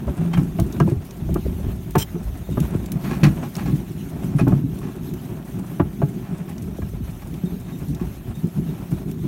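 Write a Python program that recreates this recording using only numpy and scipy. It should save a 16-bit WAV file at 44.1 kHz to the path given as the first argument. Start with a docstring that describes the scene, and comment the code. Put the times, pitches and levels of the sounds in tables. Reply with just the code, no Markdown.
"""A reindeer sleigh on packed snow.

Heard from the seat: friction at the runners drives the hollow wooden body into a rumble that swells over
hummocks. Impacts excite damped modes: ruts and, later, footfalls thump the body, the shafts knock in their
joints, fittings tick and a harness ring jingles. Crust crunches as it fractures, and dull blows disperse into
thuds. Stick-slip gives a groan and, after one jolt, a shrill scrape. There are a few squeaks and a very brief
high whistle. Under it all lie a thin hiss and faint bursts of snow kicked up by the hooves."""
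import sys
import numpy as np
from scipy import signal
from scipy.fft import rfft, irfft, next_fast_len
from scipy.io import wavfile
from scipy.ndimage import uniform_filter1d, map_coordinates

SR = 44100
rng = np.random.default_rng(int(sys.argv[2]) if len(sys.argv) > 2 else 0)


def persist_wave(psi):
    """Save psi, clipped to +-1, as 16-bit WAV."""
    counts = np.round(np.clip(psi, -1, 1) * 32767).astype(np.int16)
    wavfile.write(sys.argv[1], SR, np.atleast_2d(counts).T)


N = 408807

# the snow under the runners: time_s, friction_db, hiss_db
SNOW_LEVELS = [(0.0, -44.5, -56.5), (0.33, -41.5, -54), (0.85, -50, -55), (2.45, -49, -52.5),
               (2.66, -42.5, -50.5), (2.91, -44.5, -56.5), (3.12, -42, -48.5), (4.0, -48, -51.5),
               (4.46, -47, -54.5), (4.65, -50, -53.5), (5.55, -46, -53.5), (5.99, -52.5, -53.5),
               (6.38, -45, -57), (6.53, -51, -54.5), (8.72, -48.5, -54.5), (9.27, -48.5, -53.5)]
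# spectrum of a thin hiss: frequency_hz, level_db
HISS_SPECTRUM = [(1500, 4), (3600, 3), (4800, -4), (5300, -1.5), (6300, 1.5), (7800, -4.5), (9400, -0.5),
                 (10500, -3), (12600, 5.5), (14000, 0.5), (16000, 1)]


def amp(db):
    """Decibels to amplitude gain."""
    return 10 ** (np.asarray(db) / 20)


def unit(x):
    """x scaled to rms 1."""
    return x / np.sqrt(np.mean(x ** 2) + 1e-20)


def curves(rows):
    """Linear interpolation: one value per sample for each column after the time."""
    times, *columns = np.transpose(rows)
    return [np.interp(np.arange(N) / SR, times, column) for column in columns]


def wobble(rate_hz):
    """Random modulation: a smooth curve through rate_hz Gaussian knots a second."""
    knots = rng.standard_normal(int(N * rate_hz / SR) + 4)
    return map_coordinates(knots, [np.arange(N) * rate_hz / SR])


def noise(samples=N):
    """White Gaussian noise."""
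    return rng.standard_normal(samples)


def grains(rate_hz, spread_db):
    """Shot noise: tiny fractures at random times and of uneven size, at rms 1."""
    impulses = (rng.random(N) < rate_hz / SR) * np.sign(noise())
    return unit(impulses * amp(spread_db * np.clip(noise(), -2, 2)))


def filtered(x, response):
    """Linear filtering: the spectrum of x times a response of frequency."""
    size = next_fast_len(len(x) + 8192)
    return irfft(rfft(x, size) * response(np.fft.rfftfreq(size, 1 / SR)), size)[:len(x)]


def coloured(x, spectrum):
    """Spectral shaping of x by (frequency_hz, level_db) points, at rms 1."""
    points_hz, db = np.transpose(spectrum)
    return unit(filtered(x, lambda hz: amp(np.interp(np.log(hz + 1), np.log(points_hz), db))))


def resonant(x, modes):
    """Forced vibration: x drives (frequency_hz, bandwidth_hz, gain_db) resonators, at rms 1."""
    def response(f):
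        return sum(amp(db) * 1j * f * width / (hz * hz - f * f + 1j * f * width)
                   for hz, width, db in modes)
    return unit(filtered(x, response))


def ring(modes, t, scatter_db):
    """Free vibration: (frequency_hz, level_db, t60_s) modes decay from random strengths and phases."""
    hz, db, t60 = np.transpose(modes)[:, :, None]
    level = db + scatter_db * rng.standard_normal(hz.shape) - 60 * t / t60
    return np.sum(amp(level) * np.sin(2 * np.pi * (hz * t + rng.random(hz.shape))), axis=0)


def emphasis(hz, note_hz, gain_db, octaves):
    """Decibels that a broad resonance adds around its note."""
    return gain_db * np.exp(-(np.log2(hz / note_hz) / octaves) ** 2)


def burst(length_s, rise_s):
    """A transient force: exponential rise, Gaussian fade."""
    t = np.arange(SR // 3) / SR
    return (1 - np.exp(-t / rise_s)) * np.exp(-(t / length_s) ** 2)


def add(track, start_s, db, sound):
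    """Superposition: add a sound to the track at start_s with a gain of db."""
    part = track[max(round(start_s * SR), 0):][:len(sound)]
    part += amp(db) * sound[:len(part)]


def hummocks():
    """Amplitude modulation by load: the gains of rumble and shudder swell to each crest and ebb."""
    # hummocks under the runners: crest_s, half_length_s, rumble_db, shudder_db
    crests = [(0.091, 0.035, -26.5, -24.5), (0.418, 0.061, -20.5, -22.5), (0.616, 0.02, -18, -16.5),
              (0.844, 0.053, -15.5, -34), (1.31, 0.075, -23, -23), (2.296, 0.041, -36, -24),
              (2.527, 0.036, -25.5, -27), (2.945, 0.032, -20.5, -37), (3.097, 0.086, -24, -45),
              (3.275, 0.042, -15, -19), (3.397, 0.082, -25.5, -45), (3.697, 0.094, -19.5, -28),
              (4.264, 0.031, -25, -49), (4.494, 0.12, -17.5, -30), (5.582, 0.045, -25.5, -46),
              (6.327, 0.025, -24, -53), (6.826, 0.022, -31, -28), (7.344, 0.055, -26, -46),
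              (7.74, 0.05, -26, -52), (7.917, 0.04, -23, -31.5), (8.462, 0.028, -23.5, -42),
              (8.599, 0.03, -21.5, -28), (8.69, 0.035, -22, -44), (8.936, 0.018, -17, -31)]
    t, heave, sway = np.arange(N) / SR, np.zeros(N), np.zeros(N)
    for crest, half, rumble_db, shudder_db in crests:
        load = np.exp(-((t - crest) / half) ** 2)
        heave += amp(rumble_db) * load
        sway += amp(shudder_db) * load
    return heave, sway


def runners(body_gain_db=0.53, deep_gain_db=3.0, friction_gain_db=-0.5, lumps_db=2.5, grip_db=3.5):
    """Forced vibration: drag, hummocks and lumps shake the body as snow grains break under it."""
    # the steady drag of the runners: time_s, rumble_db, shudder_db
    drag = [(0.0, -29, -46), (0.2, -27.5, -41), (0.75, -28.5, -35.5), (1.11, -38, -47), (1.47, -30.5, -31),
            (2.43, -38, -39.5), (2.68, -28.5, -31), (2.97, -32.5, -42), (5.0, -30.5, -42.5),
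            (6.48, -31, -45.5), (7.0, -35.5, -35.5), (7.69, -34, -44.5), (8.05, -34.5, -37),
            (8.83, -33.5, -46), (9.27, -27.5, -36)]
    # spectrum of the rumbling body: frequency_hz, level_db
    rumble_spectrum = [(60, -60), (105, -7), (140, -2.5), (175, 0), (225, -6.5), (275, -9), (310, -13.5),
                       (380, -10), (445, -25), (600, -45), (1500, -73)]
    # spectrum of the body under heavy load, mostly its lowest mode: frequency_hz, level_db
    loaded_spectrum = [(60, -45), (105, -12), (145, 0), (180, -1.5), (225, -8.5), (340, -14.5),
                       (450, -30.5), (1200, -65)]
    # spectrum of the deep shudder: frequency_hz, level_db
    shudder_spectrum = [(15, -58), (27, -37), (42, -11.5), (60, -6), (80, -9.5), (110, -10.5), (200, -53),
                        (500, -85)]
    # spectrum of friction on snow: frequency_hz, level_db
    friction_spectrum = [(200, -4.5), (450, 1.5), (680, 7), (900, 0), (1300, -5), (1700, -7), (2500, -13.5),
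                         (3700, -20), (4700, -35), (9000, -19.5), (16000, -39)]
    # timber resonances that colour the friction: frequency_hz, bandwidth_hz, gain_db
    timber_modes = [(596, 140, -1), (906, 58, 4), (1054, 90, -2), (1326, 34, 3.5), (1680, 44, -14),
                    (2280, 120, -8), (2490, 280, -8)]
    body_db, deep_db = curves(drag)
    friction_db, _ = curves(SNOW_LEVELS)
    heave, sway = hummocks()
    lumps = wobble(28)
    body_force = amp(body_db + body_gain_db + lumps_db * lumps)
    deep_force = amp(deep_db + deep_gain_db + lumps_db * lumps)
    rumble = body_force * coloured(grains(600, spread_db=1.5), rumble_spectrum)
    boom = heave * coloured(grains(600, spread_db=2.0), loaded_spectrum)
    shudder = np.hypot(deep_force, sway) * coloured(noise(), shudder_spectrum)  # powers add
    snow = coloured(grains(3000, spread_db=1.5), friction_spectrum)
    timber = 0.35 * resonant(grains(1500, spread_db=8.0), timber_modes)
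    grip = 0.5 * (lumps + wobble(12) + wobble(70))  # the snow holds unevenly at several rates
    friction = amp(friction_db + friction_gain_db + grip_db * grip) * (snow + timber)
    return rumble + boom + shudder + friction


def hiss(gain_db=3.5, flutter_db=1.8, patchiness_db=3.0):
    """Modulated noise: a thin, dry hiss, gently patchy in time and frequency, swelling in loose snow."""
    _, hiss_db = curves(SNOW_LEVELS)
    spectra = signal.stft(noise(), nperseg=512)[2]
    patches = uniform_filter1d(rng.standard_normal(spectra.shape), size=5, axis=0)
    patches = uniform_filter1d(patches, size=5, axis=1)
    fizz = signal.istft(spectra * amp(patchiness_db * unit(patches)), nperseg=512)[1][:N]
    return amp(hiss_db + gain_db + flutter_db * wobble(18)) * coloured(fizz, HISS_SPECTRUM)


def hooves(level_db=-47.0, step_s=0.145, t60_s=0.12, rise_s=0.0047, uneven_db=4):
    """Decaying shot noise: trotting hooves kick up faint, crisp bursts of snow at an uneven pace."""
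    # spectrum of kicked snow: frequency_hz, level_db
    kicked_spectrum = [(500, -8), (2500, 0), (6000, 6), (9000, 11), (16000, 3)]
    force, t = np.zeros(N), np.arange(SR // 6) / SR
    kick = (1 - np.exp(-t / rise_s)) * amp(-60 * t / t60_s)
    for step, (late, size) in enumerate(rng.uniform(-1.19, 1, (int(N / SR / step_s), 2))):
        add(force, (step + 0.5 + 0.5 * late) * step_s, level_db + uneven_db * size, kick)
    return force * coloured(grains(2000, spread_db=6.0), kicked_spectrum)


def bumps(gain_db=-1.0, rise_s=0.0025, lag_s=0.00094):
    """Impulse response: each rut or footfall sets the low modes of the hollow body ringing in a soft thump."""
    # jolts from ruts and, later, from the reindeer's footfalls: start_s, level_db, pitch_hz
    ruts = [(0.072, -14.5, 101), (0.376, -6, 142.2), (0.582, -14, 133.4), (0.62, -15, 63),
            (0.805, -12, 147), (0.874, -10, 97), (0.916, -10, 124), (0.964, -14, 88.4), (1.282, -20, 121),
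            (1.355, -18, 155), (1.957, -9, 143), (2.144, -17, 169.4), (2.571, -10, 121), (2.603, -9, 152),
            (2.943, -17.5, 154), (3.112, -12, 176), (3.23, -3, 153), (3.271, -10, 155), (3.67, -12, 132),
            (3.727, -10.5, 149), (4.348, -11.5, 140), (4.411, -8, 176.6), (4.432, -8, 137),
            (4.472, -6.5, 131), (4.529, -7.5, 140), (4.639, -11.5, 130), (5.138, -20.5, 183),
            (5.7994, -8.5, 140), (6.031, -12, 142), (6.583, -27, 173), (6.682, -25, 204),
            (7.436, -14.5, 175), (7.562, -22.5, 182.5), (8.012, -13.5, 174.4), (8.372, -20, 150),
            (8.441, -12.5, 170), (8.581, -21.5, 158), (9.083, -20.5, 157)]
    # modes of the hollow body: frequency_ratio, level_db, t60_s
    body_modes = [(1.001, 3, 0.12), (1.36, -11, 0.17), (2.049, -7, 0.11), (2.55, -22.5, 0.077)]
    out, t = np.zeros(N), np.arange(SR // 4) / SR
    for start, db, hz in ruts:
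        modes = [(hz * ratio, level, t60) for ratio, level, t60 in body_modes]
        thump = ring(modes, t, scatter_db=3.5) * (1 - np.exp(-t / rise_s))
        add(out, start + lag_s, db + gain_db, thump)
    return out


def knocks(gain_db=-9, build_cycles=0.59, rebound_s=0.005045, rebound_db=-4,
           contact_gain=0.75, contact_rise_s=0.00053, contact_t60_s=0.08):
    """Impact with one rebound: wood clacks on wood while the frame's modes build to a hollow note."""
    # the shafts knock in their joints: start_s, level_db, tilt_db_per_octave, joint_note_hz
    impacts = [(0.078, -26.5, -5.5, 513), (0.373, -23.5, 7, 1310), (0.587, -21, -2, 690),
               (0.801, -13, 0.5, 1270), (0.876, -27, -7.5, 480), (0.914, -31, -9.5, 466),
               (1.288, -32, -8.5, 700), (1.357, -21, -6, 1160), (1.952, -10, -1.5, 970),
               (2.155, -36, -6, 400), (2.572, -21.5, -4, 1120), (3.428, -26.5, 0, 970),
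               (4.391, -23.5, -4, 1190), (4.468, -23.5, -7, 1200), (4.473, -21.5, -4, 790),
               (4.521, -23.5, -4, 1200), (5.797, -14.5, -2.5, 1060), (6.017, -21, -4, 730),
               (6.819, -33, 4, 1400), (8.916, -34, 2, 1000)]
    # modes of the wooden frame: frequency_hz, level_db, t60_s
    frame_modes = [(342.4, 5, 0.093), (411, -3.5, 0.15), (508, -8.5, 0.087), (585, 0, 0.068),
                   (685, 2, 0.063), (848, -8.5, 0.12), (1000, -2, 0.037), (1150, -3.5, 0.04),
                   (1280, -8.5, 0.043), (1357, -18.5, 0.06), (1610, -10, 0.068), (1884, -18, 0.065),
                   (2160, -21.5, 0.077), (2330, -14.5, 0.06), (2840, -17, 0.03)]
    # spectrum of wood pressing on wood: frequency_hz, level_db
    contact_spectrum = [(70, -47), (250, -15), (450, -12), (1300, 2.5), (1900, -10), (3000, -13.5),
                        (4500, -29), (9000, -33)]
    out, t = np.zeros(N), np.arange(SR // 8) / SR
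    pressure = contact_gain * amp(-60 * t / contact_t60_s) * (1 - np.exp(-t / contact_rise_s))
    for start, db, tilt, note in impacts:
        def joint_db(hz):
            return tilt * np.log2(hz / 1000) + emphasis(hz, note, gain_db=6, octaves=0.26)
        clack_spectrum = [(hz, level + joint_db(hz)) for hz, level in contact_spectrum]
        detune = 1 + 0.03 * rng.standard_normal()  # the load on the joint shifts its note
        for delay, drop_db in [(0, 0), (rebound_s, rebound_db)]:
            wood = np.zeros(len(t))
            for hz, level, t60 in frame_modes:
                mode = ring([(hz * detune, level + joint_db(hz), t60)], t, scatter_db=2.5)
                wood += mode * (1 - np.exp(-t * hz / build_cycles))
            clack = pressure * coloured(noise(len(t)), clack_spectrum)
            add(out, start + delay, db + gain_db + drop_db, wood + clack)
    return out


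def groan(start_s=0.173, end_s=0.4, fade_s=0.012, pitch_hz=168, level_db=-19, waver=0.024):
    """Stick-slip oscillation: a runner grips and slides in step with the body's lowest mode."""
    t = np.arange(N) / SR
    swell = np.clip(np.minimum(t - start_s, end_s - t) / fade_s, 0, 1)
    envelope = amp(level_db + wobble(31)) * swell
    pitch = pitch_hz * (1 + waver * wobble(27.2))
    return envelope * np.sin(2 * np.pi * np.cumsum(pitch) / SR)


def crunches(gain_db=2, rise_s=0.0014):
    """Brittle fracture: crust gives way in a quick burst of grains that makes the timber creak."""
    # the runners break through crust: start_s, level_db, length_s, snow_fraction
    breaks = [(0.332, -28.5, 0.025, 0.46), (0.369, -40, 0.04, 0), (0.887, -41, 0.042, 0.45),
              (3.039, -37, 0.14, 0.52), (3.108, -36.5, 0.043, 0.33), (3.231, -19.5, 0.019, 0.9),
              (3.246, -24.5, 0.034, 0.5), (3.433, -37.5, 0.03, 0.2), (3.579, -34.5, 0.057, 0.42),
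              (3.657, -36.5, 0.05, 0.37), (4.385, -31, 0.04, 0.4), (4.49, -41, 0.039, 0.14),
              (4.813, -42.5, 0.12, 0.3), (6.238, -47, 0.093, 0.43), (6.474, -47.5, 0.041, 0.36),
              (7.218, -40, .018, 0.45), (7.682, -43.5, 0.037, 0.53), (7.995, -42, 0.041, 0.3),
              (8.665, -48, 0.023, 0.4)]
    # spectrum of breaking crust: frequency_hz, level_db
    crust_spectrum = [(200, -29), (500, 8), (1200, 3), (1800, 4), (2500, 5), (3300, -7.5), (4300, -4.5),
                      (5800, -18), (9000, -17.5), (16000, -25)]
    # resonances of the creaking timber: frequency_hz, bandwidth_hz, gain_db
    creak_modes = [(828, 89, 17.5), (1084, 58, 17.5), (1290, 27, 12), (1645, 38, 12), (2140, 41, -5),
                   (2350, 51, 2), (5380, 240, -4.5)]
    on_snow, on_timber = np.zeros(N), np.zeros(N)
    for start, db, length, snow_fraction in breaks:
        force = burst(length, rise_s)
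        add(on_snow, start, db + gain_db, snow_fraction * force)
        add(on_timber, start, db + gain_db, (1 - snow_fraction) * force)
    crust = on_snow * coloured(grains(2500, spread_db=5.0), crust_spectrum)
    creak = on_timber * resonant(grains(900, spread_db=2.0), creak_modes)
    return crust + creak


def squeaks(waver=0.0225, roughness=0.4):
    """Modulated tones: three rough squeaks of a fitting, and a very brief, high, wavering whistle."""
    # short tones, the highest being the whistle: middle_s, half_length_s, pitch_hz, level_db
    tones = [(0.347, 0.016, 3150, -39), (2.025, 0.01, 3130, -28), (4.392, .01, 9760, -40),
             (4.403, 0.015, 2470, -35)]
    t, out = np.arange(N) / SR, np.zeros(N)
    warped_time = np.cumsum(1 + waver * wobble(400)) / SR
    for middle, half, hz, db in tones:
        envelope = amp(db) * np.exp(-((t - middle) / half) ** 2)
        out += envelope * np.sin(2 * np.pi * hz * warped_time)
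    return out * (1 + roughness * wobble(250))


def ticks(gain_db=-8, snap_t60_s=0.029, ring_db=-10, ring_t60_s=0.045, ring_width_hz=250):
    """Hard contact: a broadband snap centres on the resonance of each fitting, which rings briefly."""
    # harness fittings strike: start_s, level_db, note_hz
    contacts = [(0.599, -20, 9600), (0.725, -28.5, 6160), (0.8, -24, 6240), (1.109, -31.5, 6000),
                (1.3423, -21, 12300), (1.908, -27.5, 12000), (1.955, -19, 13000), (2.602, -20.5, 11300),
                (2.8596, -26.5, 7350), (2.919, -18, 11000), (3.239, -15, 4450), (3.5534, -23.5, 5460),
                (3.566, -24.5, 9000), (4.481, -25, 13000), (5.1376, -29, 12000), (6.581, -32.5, 6000),
                (7.341, -32, 2300), (7.948, -29.5, 5600), (9.1134, -29, 11900)]
    # spectrum of a tick: frequency_hz, level_db
    snap_spectrum = [(600, -6), (2500, 9.5), (4500, 3.5), (6200, 6), (8000, 1), (11000, 0), (16000, 4.5)]
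    out, t = np.zeros(N), np.arange(SR // 12) / SR
    for start, db, note in contacts:
        snap = coloured(noise(len(t)), snap_spectrum)
        snap = unit(filtered(snap, lambda hz: amp(emphasis(hz + 1, note, gain_db=8, octaves=0.93))))
        tone = resonant(noise(len(t)), [(note, ring_width_hz, 0)])
        tick = snap * amp(-60 * t / snap_t60_s) + tone * amp(ring_db - 60 * t / ring_t60_s)
        add(out, start, db + gain_db, tick)
    return out


def thuds(low_hz=62, rise_s=0.0023, scatter_t60_s=0.032):
    """Dispersion: high bending waves outrun low ones in the timbers, so a knock sinks into a thud."""
    # dull blows from below: start_s, level_db, starting_pitch_hz, fall_time_s
    blows = [(1.463, -18.5, 593, 0.0077), (1.598, -22.5, 750, 0.0071), (2.489, -20.5, 750, 0.0062),
             (1.958, -9, 517, 0.0109), (2.749, -10, 580, 0.0048), (5.802, -9, 520, 0.0088),
             (6.587, -14.5, 233, 0.025), (6.785, -15, 624, 0.0079), (6.934, -19.5, 450, 0.0084),
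             (7.003, -19.5, 315, .013), (8.277, -13, 300, 0.0056), (8.92, -14, 383, 0.01)]
    out, t = np.zeros(N), np.arange(SR // 6) / SR
    for start, db, hz, fall in blows:
        pitch = low_hz + (hz - low_hz) * np.exp(-t / fall)
        wave = burst(3.2 * fall, rise_s)[:len(t)] * np.sin(2 * np.pi * np.cumsum(pitch) / SR)
        scatter = noise(len(t)) * amp(-60 * t / scatter_t60_s)  # waves scatter at the joints
        echoes = signal.fftconvolve(wave, scatter)[:len(t)]
        add(out, start, db, 0.5 * (wave + np.std(wave) * unit(echoes)))
    return out


def scrape(gain_db=-4.0, rasp_gain=0.8, waver=0.012):
    """Friction drives resonance: a fitting slips after a hard jolt and rings, shrill and wavering."""
    # envelope of the scrape: time_s, level_db
    envelope = [(1.970, -110), (1.974, -54), (1.983, -24.5), (2.000, -26.5), (2.010, -26.5), (2.028, -26.5),
                (2.037, -38), (2.048, -51), (2.075, -110)]
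    # resonances of the sliding fitting: frequency_hz, bandwidth_hz, gain_db
    fitting_modes = [(3230, 230, 0), (3960, 460, -3), (5320, 250, 4), (5740, 170, 4), (7400, 180, 5),
                     (8460, 110, 5), (9000, 140, 1), (9450, 150, -2), (12900, 520, 2), (14700, 550, -2),
                     (15800, 220, 6)]
    level_db, = curves(envelope)
    warped_samples = np.cumsum(1 + waver * wobble(60))
    ringing = resonant(grains(5000, spread_db=5.0), fitting_modes)
    shrill = map_coordinates(ringing, [warped_samples], order=3)
    rasp = rasp_gain * coloured(noise(), HISS_SPECTRUM)
    return amp(level_db + gain_db) * (shrill + rasp)


def chinks(gain_db=-1, length_s=0.044, rise_s=0.0042):
    """Repeated impacts: a small metal ring chatters against its strap and its modes sing faintly."""
    # the harness ring jingles: start_s, level_db
    jingles = [(2.44, -53), (2.52, -54), (7.45, -53), (7.645, -55), (7.72, -53.5), (8.34, -50)]
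    # resonances of the ring: frequency_hz, bandwidth_hz, gain_db
    metal_modes = [(3680, 31, 7), (7270, 110, -6)]
    force = np.zeros(N)
    for start, db in jingles:
        add(force, start, db + gain_db, burst(length_s, rise_s))
    return force * resonant(grains(500, spread_db=3.0), metal_modes)


def scene():
    """Free field: open snow gives no echo, so the sources add dry in one channel."""
    sleigh = runners() + groan() + bumps() + thuds() + knocks() + crunches() + scrape() + squeaks()
    return (sleigh + hiss() + hooves() + ticks() + chinks())[None]


def record(dry, ceiling=0.72, cutoff_hz=15850):
    """Soft saturation rounds off the loudest peaks, and a low-pass filter limits the band."""
    rounded = dry[0] / (1 + np.abs(dry[0] / ceiling) ** 6) ** (1 / 6)
    return filtered(rounded, lambda hz: hz < cutoff_hz)[None]


dry = scene()
out = record(dry)
persist_wave(out)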